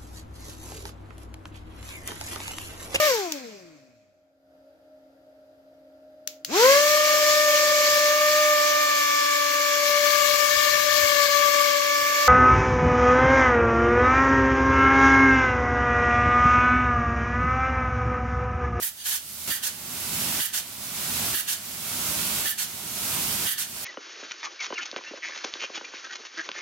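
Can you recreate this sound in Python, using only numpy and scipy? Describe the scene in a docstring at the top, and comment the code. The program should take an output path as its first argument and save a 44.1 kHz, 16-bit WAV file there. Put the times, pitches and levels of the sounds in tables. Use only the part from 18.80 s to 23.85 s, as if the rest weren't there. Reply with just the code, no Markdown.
"""First spot: an airless spray gun hisses as it coats a steel floor, beside a compressor's hum and rumble.
At once the paint pump's air motor reverses, and two loud puffs ring its muffler and hiss through its port.
At 0.675 s the scene cuts to a place beside the spray fan; the pump reverses about once a second.
The camera's gain control ducks at each puff and creeps back, so the steady noise-band hiss swells in passes.
In the last fifth of a second the fan swings back towards the camera and its hiss rises."""
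import sys
import numpy as np
from scipy import signal
from scipy.fft import rfft, irfft
from scipy.io import wavfile
from scipy.ndimage import uniform_filter1d

SR = 44100
rng = np.random.default_rng(int(sys.argv[2]) if len(sys.argv) > 2 else 0)


def master_out(mix):
    """Clip the mix to full scale and print it as 16-bit PCM to the path in sys.argv[1]."""
    frames = np.transpose(np.atleast_2d(mix))
    ceiling = np.clip(frames, -1, 1)
    pcm = np.round(ceiling * 32767).astype(np.int16)
    wavfile.write(sys.argv[1], SR, pcm)


N = 222537
TIME = np.arange(N) / SR  # s
FREQS = np.maximum(np.fft.rfftfreq(N, 1 / SR), 1)  # Hz, kept above 0 for the logarithms

# Microphone pair, likeness of left and right: (frequency [Hz], coherence [0-1 after clipping])
MICROPHONE_LIKENESS = [(60, 1.8), (130, 0.9), (290, 1), (640, 2.5), (1400, .5), (3100, 0.17), (6800, 0.1),
                       (15000, 0)]
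# Microphone pair, tilt of the stereo image: (frequency [Hz], left minus right [dB])
MICROPHONE_BALANCE = [(60, -1.5), (200, -3), (700, -3), (1300, -4), (2400, -1), (4400, -1), (6000, -1),
                      (8500, -4), (12000, -8.5), (15000, -7)]
# Spectrum of the nozzle hiss: (frequency [Hz], relative density [dB per Hz])
HISS_SPECTRUM = [(150, -21), (500, -8), (620, -3), (880, -1), (1130, -2.5), (1420, 0.5), (1720, -3),
                 (2200, 0.4), (3120, 1), (4600, 1.2), (7500, 0.76), (11500, 0), (13200, -0.6),
                 (15700, -3.5)]
# Spectrum of the compressor drone: (frequency [Hz], relative density [dB per Hz])
DRONE_SPECTRUM = [(15, -55), (25, -50), (44, -13), (73, -8), (102, -1.5), (139, -2.5), (168, 0.5), (219, 1),
                  (276, -5.5), (317, -5.5), (409, -6.5), (441, -13.5), (520, -14.5), (680, -61),
                  (1140, -120)]
# Air resonances of the steel enclosure: (frequency [Hz], half-width at -6 dB [Hz], relative level [dB])
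ENCLOSURE_MODES = [(61.6, 6, -3), (85.5, 4.4, 1.5), (114, 19, -0.5), (165, 15.6, -0.5), (212.3, 2.4, 3),
                   (243.4, 8.7, 2.5), (307, 12.5, -6.5), (593, 54, -10.5)]
# Spectrum of the pump's exhaust air: (frequency [Hz], relative density [dB per Hz])
EXHAUST_SPECTRUM = [(200, -35), (500, -13.5), (900, -8.5), (1400, -1.5), (2300, 0), (3200, -1.5), (6000, 5),
                    (9000, 1.5), (13000, -8), (16000, -12)]
# Sizzle of the exhaust's fastest jet: (frequency [Hz], relative density [dB per Hz])
SIZZLE_SPECTRUM = [(1000, -34), (2500, -15), (4000, -14), (7000, -5.5), (9500, -2), (12000, 1.5),
                   (14000, -1.5), (16000, -4)]
# Muffler resonances: (frequency [Hz], half-width at -6 dB [Hz], level before the ring tilt [dB])
MUFFLER_MODES = [(1300, 74, -11.5), (1590, 71, -5.5), (1773, 41, 3), (1947, 70, -2), (2330, 200, -13),
                 (2890, 83, -1), (3210, 220, -0.5), (3670, 470, -4.5), (4570, 110, 1.5), (6340, 180, -4.5),
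                 (9500, 870, -13)]
# First blast of each pump reversal:
# (time [s], air level [dB], muffler ring over air [dB], ring pitch [ratio], duration [factor])
FIRST_BLASTS = [(.009, -14.8, -4.5, 1.01, 0.89), (0.697, -18, 1.2, 1.01, 0.81),
                (1.59, -16.5, 1.1, 0.99, 0.94), (2.529, -18.5, -0.3, 0.97, 1.01),
                (3.641, -20, 1.2, 0.992, 0.98), (4.652, -17, 2, 0.99, 0.97)]
# Second puff, as the valve seats: (time [s], air level [dB], duration [factor])
SECOND_PUFFS = [(.224, -14.5, 2.22), (.819, -15.5, 0.97), (1.721, -14, 1.05), (2.665, -15, 1.13),
                (3.769, -16.5, 1.02), (4.770, -15, 0.89)]

# Shape of each kind of puff, times before the duration factor:
# (rise [s], hold [s], ring tilt [dB per octave], sizzle over air [dB])
BLAST_FORM = (0.0455, 0.03, -2.6, 8.5)
SECOND_FORM = (0.019, 0.042, 1.9, 0.68)
LEAK_FORM = (0.08, -0.01, 7, -3)  # starts to empty before it is fully open
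SECOND_RING = (-6, 0.95)  # (muffler ring over air [dB], ring pitch [ratio])
LEAK = (0.14, -31, 12)  # (time [s], air level [dB], muffler ring over air [dB])

# Levels ahead of the gain control: (at the first spot [dB], beside the fan [dB])
SPRAY_DB = (-26.8, -25.5)
SPRAY_TILT_DB = (3.5, 1)  # treble up and bass down by this much
RUMBLE_DB = (-44.5, -40.5)
HUM_DB = (-48, -60)
SIZZLE_DB = (3.5, 0)  # added to each puff's own; the fastest jet points more at the first spot
PUMP_PAN_DB = (0.6, -0.6)  # left minus right, on top of the microphone balance

CUT_S = 0.675
RETURN_S, RETURN_DB_PER_S = 4.83, 13  # the fan swings back towards the camera
HUM_HZ = 77.4
TOP_HZ = 15850


def undb(db):
    """Decibels to gain."""
    return 10 ** (np.asarray(db) / 20)


def along(points):
    """A table of (frequency, value) at every frequency, joined on a log axis."""
    hz, value = np.transpose(points)
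    return np.interp(np.log(FREQS), np.log(hz), value)


def at_spot(before, after):
    """One value at the first spot and another from the cut on."""
    return np.where(TIME < CUT_S, before, after)


def walk(rate_hz):
    """Random levels, held one period each and smoothed twice; standard deviation 1."""
    hold = int(SR / rate_hz)
    steps = np.repeat(rng.standard_normal(N // hold + 1), hold)
    slow = uniform_filter1d(uniform_filter1d(steps, hold), hold)[:N]
    return slow / np.std(slow)


def pan(db):
    """Gains of the left and right channel for a level difference."""
    return undb(np.array([[1], [-1]]) * db / 2)


def resonances(modes, pitch=1):
    """Gain of steep-sided resonances at every frequency; their powers add."""
    power = 0
    for hz, half_width_hz, db in modes:
        ratio = FREQS / (hz * pitch)
        detune = (ratio - 1 / ratio) * hz / (2 * half_width_hz)
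        power = power + (undb(db) / (1 + detune ** 2)) ** 2
    return np.sqrt(power)


def turbulence(gain):
    """Coloured stereo noise, rms 1: alike at both microphones in the bass, nearly unrelated in the treble."""
    mid, side = rfft(rng.standard_normal((2, N)))
    alike = np.clip(along(MICROPHONE_LIKENESS), 0, 1)
    shared = mid * np.sqrt(1 + alike)
    separate = np.array([[1], [-1]]) * side * np.sqrt(1 - alike)
    spectrum = (shared + separate) * gain * pan(along(MICROPHONE_BALANCE))
    noise = irfft(spectrum, N)
    return noise / np.std(noise)


def walls(source, echo_db, sway_s, shortest_s=0.002, longest_s=0.022, count=4):
    """Short echoes off the steel walls comb the noise; the comb slides when the source moves."""
    heard = source.copy()
    for channel in range(2):
        for lag_s in rng.uniform(shortest_s, longest_s, count):
            left_source_s = TIME - lag_s - sway_s * walk(1.5)
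            index = np.round(left_source_s * SR).astype(int) % N
            heard[channel] += undb(echo_db) * source[channel, index]
    return heard / np.sqrt(1 + count * undb(echo_db) ** 2)


def spray(flutter_db=0.5, pivot_hz=6000):
    """Paint tears into mist at steady pressure; the fan flutters, and echoes shift as the gun sweeps."""
    return_db = RETURN_DB_PER_S * np.maximum(TIME - RETURN_S, 0)
    level_db = at_spot(*SPRAY_DB) + return_db
    tilt_db = at_spot(*SPRAY_TILT_DB)
    hiss = walls(turbulence(undb(along(HISS_SPECTRUM))), echo_db=-11, sway_s=0.00012)
    low = signal.sosfilt(signal.butter(1, pivot_hz, fs=SR, output="sos"), hiss)
    tilted = low * undb(-tilt_db) + (hiss - low) * undb(tilt_db)
    return tilted * undb(level_db + flutter_db * walk(30.07))


def compressor(boom_db=-2, throb_db=0.5, wander=0.0047):
    """The machine hums at its firing rate; its rumble throbs and booms in the steel enclosure."""
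    drone = turbulence(undb(along(DRONE_SPECTRUM)))
    boom = undb(boom_db) * turbulence(resonances(ENCLOSURE_MODES))
    rumble = (drone + boom) / np.std(drone + boom)
    throb = undb(at_spot(*RUMBLE_DB) + throb_db * walk(35))
    firing_hz = HUM_HZ * (1 + wander * walk(5.8))
    hum = np.sqrt(2) * np.sin(2 * np.pi * np.cumsum(firing_hz) / SR)  # rms 1
    return rumble * throb + pan(-1.1) * hum * undb(at_spot(*HUM_DB))


def valve(age, rise, hold, t60, tail_db=-24, tail_t60=0.22):
    """A puff's envelope: the port opens, air flows, the cylinder empties, and the walls ring on."""
    opening = np.clip(age / rise, 0, 1) ** 2
    emptied = np.maximum(age - rise - hold, 0)
    flow = undb(-60 * emptied / t60)
    tail = undb(tail_db - 60 * emptied / tail_t60)
    return opening * np.hypot(flow, tail)


def pump(air_t60=0.18, sizzle_t60=0.12, ring_t60=0.24, ring_lead_s=0.0057,
         air_sputter_db=0.1, sizzle_sputter_db=1.0, ring_sputter_db=1.0):
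    """Each reversal blasts air that rings the muffler, then a plainer second hiss; all of it sputters."""
    air = turbulence(undb(along(EXHAUST_SPECTRUM)))
    air = walls(air, echo_db=-6, sway_s=0, shortest_s=0.001, longest_s=0.009)
    air = air * undb(air_sputter_db * walk(87))
    sizzle_level_db = at_spot(*SIZZLE_DB) + sizzle_sputter_db * walk(90)
    sizzle = turbulence(undb(along(SIZZLE_SPECTRUM))) * undb(sizzle_level_db)
    ring_sputter = undb(ring_sputter_db * walk(70))

    def puff(form, start_s, air_db, ring_db, pitch=1, duration=1):
        """Air, sizzle and muffler ring through one opening of the valve."""
        rise_s, hold_s, tilt_db, sizzle_db = form
        age, rise, hold = TIME - start_s, rise_s * duration, hold_s * duration
        ring_gain = resonances(MUFFLER_MODES, pitch) * undb(tilt_db * np.log2(FREQS))
        ring = turbulence(ring_gain) * ring_sputter
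        out = air * valve(age, rise, hold, air_t60)
        out = out + undb(sizzle_db) * sizzle * valve(age, rise, hold, sizzle_t60)
        # the first air through the barely open port already sounds the muffler
        out = out + undb(ring_db) * ring * valve(age + ring_lead_s, rise, hold, ring_t60)
        return undb(air_db) * out

    blasts = sum(puff(BLAST_FORM, *row) for row in FIRST_BLASTS)
    # air leaks through the muffler before the slowest puff
    leak = puff(LEAK_FORM, *LEAK)
    seconds = sum(puff(SECOND_FORM, start_s, air_db, *SECOND_RING, duration)
                  for start_s, air_db, duration in SECOND_PUFFS)
    return pan(at_spot(*PUMP_PAN_DB)) * (blasts + leak + seconds)


def scene():
    """Gun, compressor and pump together at the microphones."""
    return spray() + compressor() + pump()


def gain_control(sound, ceiling_db, release_db_per_s, sense_s, start_db=0, ratio=15):
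    """Turns down above the ceiling, and comes back at a steady rate in dB."""
    pole = np.exp(-1 / (sense_s * SR))
    power = signal.lfilter([1 - pole], [1, -pole], np.mean(sound ** 2, axis=0))
    excess_db = 10 * np.log10(np.maximum(power / undb(ceiling_db) ** 2, 1))
    wanted_db = excess_db * (1 - 1 / ratio)
    recovery_db = release_db_per_s * np.arange(len(power)) / SR
    # a running maximum on a rising ramp falls back at the release rate
    held_db = np.maximum.accumulate(np.maximum(wanted_db + recovery_db, -start_db))
    return sound * undb(recovery_db - held_db)


def shot(sound, start_db):
    """A slow gain rider, then a quick limiter for the fronts of the puffs."""
    ridden = gain_control(sound, ceiling_db=-25.5, release_db_per_s=24.5, sense_s=0.013, start_db=start_db)
    return gain_control(ridden, ceiling_db=-24.0, release_db_per_s=100, sense_s=0.0025)


def record(dry):
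    """Each spot has its own run of the gain control; a steep low-pass ends the treble just below 16 kHz."""
    first, second = np.split(dry, [int(CUT_S * SR)], axis=1)
    shots = np.hstack([shot(first, start_db=-10.0), shot(second, start_db=-1.5)])
    low_pass = signal.ellip(12, 0.1, 80, TOP_HZ, fs=SR, output="sos")
    return signal.sosfilt(low_pass, shots)


dry = scene()
out = record(dry)
master_out(out)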